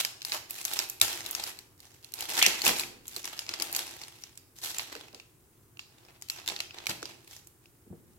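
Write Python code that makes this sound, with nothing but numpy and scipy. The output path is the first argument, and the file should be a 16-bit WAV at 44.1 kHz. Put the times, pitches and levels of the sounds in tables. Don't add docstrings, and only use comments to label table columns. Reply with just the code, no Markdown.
import sys
import numpy as np
from scipy import signal
from scipy.fft import rfft, irfft
from scipy.io import wavfile
from scipy.ndimage import uniform_filter1d

SR = 44100
rng = np.random.default_rng(int(sys.argv[2]) if len(sys.argv) > 2 else 0)


def wrap_up_sound(samples):
    columns = np.atleast_2d(samples).T
    tamed = np.clip(columns, -1, 1)
    steps = np.round(tamed * 32767).astype(np.int16)
    wavfile.write(sys.argv[1], SR, steps)


N = 360826

# frequency_hz, density_db
ROOM_TONE_SPECTRUM = [(25, -18), (55, -7.5), (110, 1.5), (200, -13), (350, -6.5), (600, -20), (1200, -19.5),
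                      (4000, -34), (8000, -23.5)]
# frequency_hz, t60_s
REVERB_TIMES = [(120, 1.5), (380, 1.1), (600, 0.58), (7000, 0.43), (14000, 0.31)]
# frequency_hz, correlation
COHERENCE = [(350, 0.85), (700, 0.34), (1400, 0.11), (3000, 0.14)]
# start_s, peak_db, pitch_hz
HAND_BUMPS = [(.342, -28.5, 690), (1.012, -39.5, 68), (2.47, -28, 346), (2.672, -33.5, 165),
              (2.697, -26.5, 336), (3.168, -40, 340), (3.605, -43, 325), (4.95, -40.5, 388),
              (5.135, -45, 360), (6.512, -40, 262), (6.889, -37, 128), (7.025, -36.5, 331),
              (7.865, -46.5, 196), (7.902, -35, 123), (7.925, -39.5, 270)]
# start_s, pull_s, settle_s, effort_db, tautness (slack < 0 < crisp)
HAND_MOVES = [(0.0, 0.0011, 0.028, -35, 1.5), (0.249, 0.099, 0.047, -38.5, 1),
              (0.488, 0.015, 0.44, -48, 1.13), (0.632, 0.17, 0.082, -38.5, 0.5),
              (1.009, 0.0079, 0.28, -33, 0.23), (1.2, 0.16, 0.16, -40.5, -0.5),
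              (1.42, 0.063, 0.044, -40.5, 0.5), (1.784, 0.014, 1, -61.5, 0.5),
              (2.141, 0.098, 0.031, -40, 0.16), (2.254, 0.13, 0.33, -32.5, 0.1),
              (2.633, 0.046, 0.073, -24, -0.17), (2.75, 0.0306, 0.066, -36.5, 1),
              (3.029, 0.16, 0.032, -50.5, 1), (3.233, 0.017, 0.31, -44.5, -0.5),
              (3.449, 0.17, 0.22, -42, -2), (3.735, 0.016, 0.51, -43.5, 0.07), (4.19, 0.026, 0.1, -59, 3),
              (4.552, 0.047, 0.22, -58.5, 2.5), (4.619, 0.029, 0.18, -41.5, 1.46),
              (4.709, 0.088, 0.073, -40.5, 0.1), (4.849, 0.061, 0.24, -49, -1.6),
              (5.85, 0.26, 0.14, -62.5, -3.5), (6.292, 0.071, 0.19, -50.5, -1),
              (6.47, 0.047, 0.055, -48, -4), (6.728, 0.044, 0.16, -47, -2.5),
              (6.882, 0.025, 0.015, -32, -1), (7.02, 0.063, 0.18, -52, -1),
              (7.209, 0.15, 0.075, -57.5, 1.5)]
# frequency_hz, density_db
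SHEET_SPECTRUM = [(200, -13.5), (360, 2), (500, -8), (790, 2.5), (1150, -3), (2300, 0), (4000, 0),
                  (7300, -3.5), (9500, -9.5), (12000, -5), (16000, -17.5)]
# frequency_hz, density_db
CREASE_SPECTRUM = [(350, -18.5), (800, -8), (1900, -6.5), (2650, 2.5), (3400, -2.5), (4500, 0.5),
                   (7500, -1), (9300, -9), (12000, -2), (16000, -16.5)]
# start_s, level_db, pitch_hz, treble_db
CREASE_SNAPS = [(.049, -22, 4740, -5.5), (0.218, -35.5, 4240, -12), (.249, -26.5, 4540, 2),
                (.32, -24.5, 4300, -20.5), (0.507, -28.5, 4540, 29.5), (.651, -22, 6300, 6.5),
                (0.735, -25.5, 3800, 12.5), (.790, -20.5, 5310, -5), (.898, -27.5, 6300, 10),
                (1.014, -10.5, 3710, 2.5), (1.262, -30.5, 3900, 1), (1.310, -26.5, 6550, 28),
                (1.350, -25.5, 5330, -1.5), (1.438, -28.5, 4970, 3), (1.589, -39, 4200, -2),
                (1.803, -46.5, 4500, 5), (2.045, -42, 4300, -2), (2.138, -30, 4070, 10.5),
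                (2.207, -28.5, 2920, 8), (2.426, -11.5, 2720, -6), (2.463, -12, 5560, -4),
                (2.618, -25, 4300, -3), (2.651, -22.5, 7480, 5), (2.659, -23, 4500, 8),
                (2.678, -17, 3000, 10), (2.796, -23.5, 4120, 3), (2.835, -31.5, 2444, -29),
                (3.08, -32.5, 6900, 9), (3.163, -29.5, 4240, 2), (3.243, -35, 5800, -3.5),
                (3.254, -31, 5430, 9), (3.391, -27.5, 4900, -5.5), (3.491, -27, 4900, -14),
                (3.538, -28.5, 4870, -13), (3.599, -30.5, 4500, -5), (3.622, -23, 4900, 4),
                (3.727, -27.5, 4420, 14), (3.749, -25.5, 6810, -4), (3.763, -22.5, 4500, 8),
                (4.036, -38.5, 4420, -9), (4.237, -38, 5670, -8), (4.375, -41, 7500, 0),
                (4.784, -26.5, 7440, 5), (4.795, -27, 2320, -33), (4.952, -38, 1450, -12),
                (5.146, -39, 4530, -9), (5.199, -43.5, 2540, -19), (5.793, -35, 2660, -14.5),
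                (6.222, -37, 6640, -1), (6.299, -25.5, 4220, -3), (6.477, -25.5, 3520, -5),
                (6.487, -26, 3800, -5), (6.499, -32, 4000, -23), (6.563, -31.5, 3900, -18),
                (6.603, -27.5, 4250, -9), (6.604, -30, 2740, -17), (6.708, -43, 2800, -33),
                (6.785, -39, 3700, -18), (6.868, -25.5, 2450, -5.5), (6.895, -26, 4500, 0),
                (7.028, -34, 1430, -11), (7.055, -35, 4830, -13), (7.471, -45, 6860, 13),
                (7.657, -54.5, 2700, -10.5)]


def from_db(db):
    return 10 ** (np.asarray(db) / 20)


def unit_rms(x):
    return x / np.sqrt(np.mean(x ** 2) + 1e-20)


def at_hz(points, hz):
    known_hz, values = np.transpose(points)
    return np.interp(np.log(hz + 1), np.log(known_hz), values)


def drift(per_s):
    knots = rng.standard_normal(int(N / SR * per_s) + 2)
    return np.interp(np.arange(N) / SR * per_s, np.arange(len(knots)), knots)


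def filtered(x, hz, kind, order=2):
    return signal.sosfilt(signal.butter(order, hz, kind, fs=SR, output="sos"), x)


def add(out, start_s, sound):
    at = int(np.clip(start_s * SR, 0, N - 1))
    out[:, at:at + sound.shape[1]] += sound[:, :N - at]


def diffuse_noise(size, min_correlation=-1):
    hz = np.linspace(0, SR / 2, size // 2 + 1)
    correlation = np.clip(at_hz(COHERENCE, hz), min_correlation, 1)
    mid, side = rfft(rng.standard_normal((2, size)))
    return hz, np.sqrt(1 + correlation) * mid + np.sqrt(1 - correlation) * side * [[1], [-1]]


def coloured_noise(spectrum):
    hz, noise = diffuse_noise(N)
    return unit_rms(irfft(noise * from_db(at_hz(spectrum, hz))))


def room_tone(level_db=-61.5):
    return from_db(level_db) * coloured_noise(ROOM_TONE_SPECTRUM)


def reverberation(x, onset_s=0.0036, echo_s=0.0039, echo_db=-4.5, size=44100):
    t = np.arange(size) / SR
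    hz, noise = diffuse_noise(size)
    tail = 0
    for band_hz, t60_s in REVERB_TIMES:
        band = at_hz([(row_hz, row_hz == band_hz) for row_hz, _ in REVERB_TIMES], hz)
        tail = tail + irfft(noise * band) * from_db(-60 * t / t60_s)
    tail *= np.clip(t / onset_s - 1, 0, 1)
    echo = rng.standard_normal((2, size)) * (t > echo_s) * np.exp(-np.abs(t - echo_s) / 0.0011)
    response = (unit_rms(tail) + from_db(echo_db) * unit_rms(echo)) / np.sqrt(size)
    return signal.oaconvolve(x, response, axes=1)[:, :N]


def bumps(decay_s=0.02, size=8192):
    out, t = np.zeros((2, N)), np.arange(size) / SR
    for start_s, peak_db, pitch_hz in HAND_BUMPS:
        _, noise = diffuse_noise(size)
        push = irfft(noise) * np.exp(-t / decay_s)
        thud = filtered(push, pitch_hz * np.array([0.8, 1.7]), "band")
        add(out, start_s, from_db(peak_db) * thud / np.abs(thud).max())
    return out


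def buckle(spectrum, flap_hz, flap_db, treble_db, decay_s, flap_octaves=0.15, size=1024):
    t = np.arange(size) / SR
    hz, noise = diffuse_noise(size, min_correlation=0.05)
    burst = irfft(noise) * np.exp(-(t / decay_s) ** 2) * (1 - np.exp(-t / 0.000099))
    resonance_db = flap_db * np.exp(-0.5 * (np.log2((hz + 1) / flap_hz) / flap_octaves) ** 2)
    shelf_db = treble_db / (1 + (7200 / (hz + 1)) ** 6)
    colour = from_db(at_hz(spectrum, hz) + resonance_db + shelf_db)
    travel_s = np.array([[0.001], [0.00113]])
    crack = irfft(rfft(burst) * colour * np.exp(-2j * np.pi * hz * travel_s))
    return crack / np.sqrt(np.sum(crack ** 2) / 2)


def flap_ring(pitch_hz, decay_s=0.0016, size=1024):
    t = np.arange(size) / SR
    swing = np.sin(2 * np.pi * (pitch_hz * t + rng.random((2, 1))))
    envelope = np.exp(-(t / decay_s) ** 2) * (1 - np.exp(-t / 0.00044))
    return unit_rms(swing * envelope) / np.sqrt(size)


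def handling(hold_db=-73.5, settle_db=20, pull_curve=0.7, settle_curve=1.35):
    t = np.arange(N) / SR
    power = np.full(N, from_db(hold_db) ** 2)
    weighted_tautness = 0
    for start_s, pull_s, settle_s, effort_db, tautness in HAND_MOVES:
        pull = np.clip((t - start_s) / pull_s, 0, 1) ** pull_curve
        settled = np.clip((t - start_s - pull_s) / settle_s, 0, 10) ** settle_curve
        move_power = (pull * from_db(effort_db - settle_db * settled)) ** 2
        power += move_power
        weighted_tautness += tautness * move_power
    return 10 * np.log10(power), weighted_tautness / power


def crackle(effort_db, peak_per_s=650, spread_db=3.5, threshold_db=-64.0, pitches=16):
    rate_per_s = peak_per_s * from_db(0.45 * (effort_db - np.max(effort_db)))
    flips = (rng.random(N) < rate_per_s / SR) * from_db(spread_db * np.minimum(rng.exponential(1, N), 3.5))
    local_power = np.abs(uniform_filter1d(flips ** 2, size=2205))
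    flips /= np.sqrt(local_power + 0.0016)
    flips *= from_db(effort_db + np.minimum(effort_db - threshold_db, 0))
    facet, out = rng.integers(0, pitches, N), 0
    for k, flap_hz in enumerate(np.geomspace(1900, 13000, pitches)):
        crack = buckle(SHEET_SPECTRUM, flap_hz, flap_db=9.5, treble_db=0, decay_s=0.0021)
        out += signal.oaconvolve((flips * (facet == k))[None], crack, axes=1)[:, :N]
    return out


def rustle(slide_db=-4.5, clump_db=3.5, treble_db_per_taut=5.5, bass_db_per_taut=-3.0):
    effort_db, tautness = handling()
    facets = crackle(effort_db)
    slide = coloured_noise(SHEET_SPECTRUM) * from_db(effort_db + slide_db)
    sheet = (facets + slide) * from_db(clump_db * drift(per_s=90))
    bass_change = filtered(sheet, 870, "low", order=1) * (from_db(bass_db_per_taut * tautness) - 1)
    treble_change = filtered(sheet, 7000, "high", order=1) * (from_db(treble_db_per_taut * tautness) - 1)
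    return sheet + bass_change + treble_change


def rip(start_s=2.412, length_s=0.05, pluck_db=-2.0, flap_hz=2750, pitch_spread=0.22, fibres=14):
    out = np.zeros((2, N))
    for k in range(fibres):
        pluck = flap_ring(flap_hz * np.exp(pitch_spread * rng.standard_normal()))
        add(out, start_s + length_s * (k + rng.random()) / fibres, from_db(pluck_db) * pluck)
    return out


def snaps(gain_db=21.0, ring_db=-3.5, brighten_db=4.0, tick_db=-13.0, tick_lead_s=0.018, crack_s=0.0031):
    direct, scattered = np.zeros((2, 2, N))
    for start_s, level_db, pitch_hz, treble_db in CREASE_SNAPS:
        shelf_db = treble_db + brighten_db
        pan_db = rng.normal(0, 1.2) * np.array([[1], [-1]])
        strength = from_db(level_db + gain_db + pan_db)
        crack = buckle(CREASE_SPECTRUM, pitch_hz, flap_db=6.0, treble_db=shelf_db, decay_s=crack_s)
        add(direct, start_s - 0.001, strength * crack)
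        tick = from_db(min(level_db, -27) + gain_db + tick_db) * crack
        add(direct, start_s - tick_lead_s * (0.5 + rng.random()), tick)
        ring = from_db(ring_db - 0.333 * max(shelf_db, 0)) * flap_ring(pitch_hz)
        add(direct, start_s, strength * ring)
        broad = buckle(CREASE_SPECTRUM, pitch_hz, flap_db=0, treble_db=shelf_db, decay_s=crack_s)
        add(scattered, start_s, strength * broad)
    return direct, scattered


def scene(snap_send_db=-7.5, sheet_send_db=-7.0, bump_send_db=-12.5, balance_db=0.5):
    cracks, scattered = snaps()
    sheet = rustle() + rip()
    thuds = bumps()
    to_walls = from_db(snap_send_db) * scattered + from_db(sheet_send_db) * sheet
    walls = reverberation(to_walls + from_db(bump_send_db) * thuds)
    balance = from_db(balance_db * np.array([[-1], [1]]))
    return (cracks + sheet + walls) * balance + thuds + room_tone()


def record(dry, cutoff_hz=16000):
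    low_pass = signal.ellip(10, 0.1, 70, cutoff_hz, fs=SR, output="sos")
    return signal.sosfilt(low_pass, np.clip(dry, -1, 1))


dry = scene()
out = record(dry)
wrap_up_sound(out)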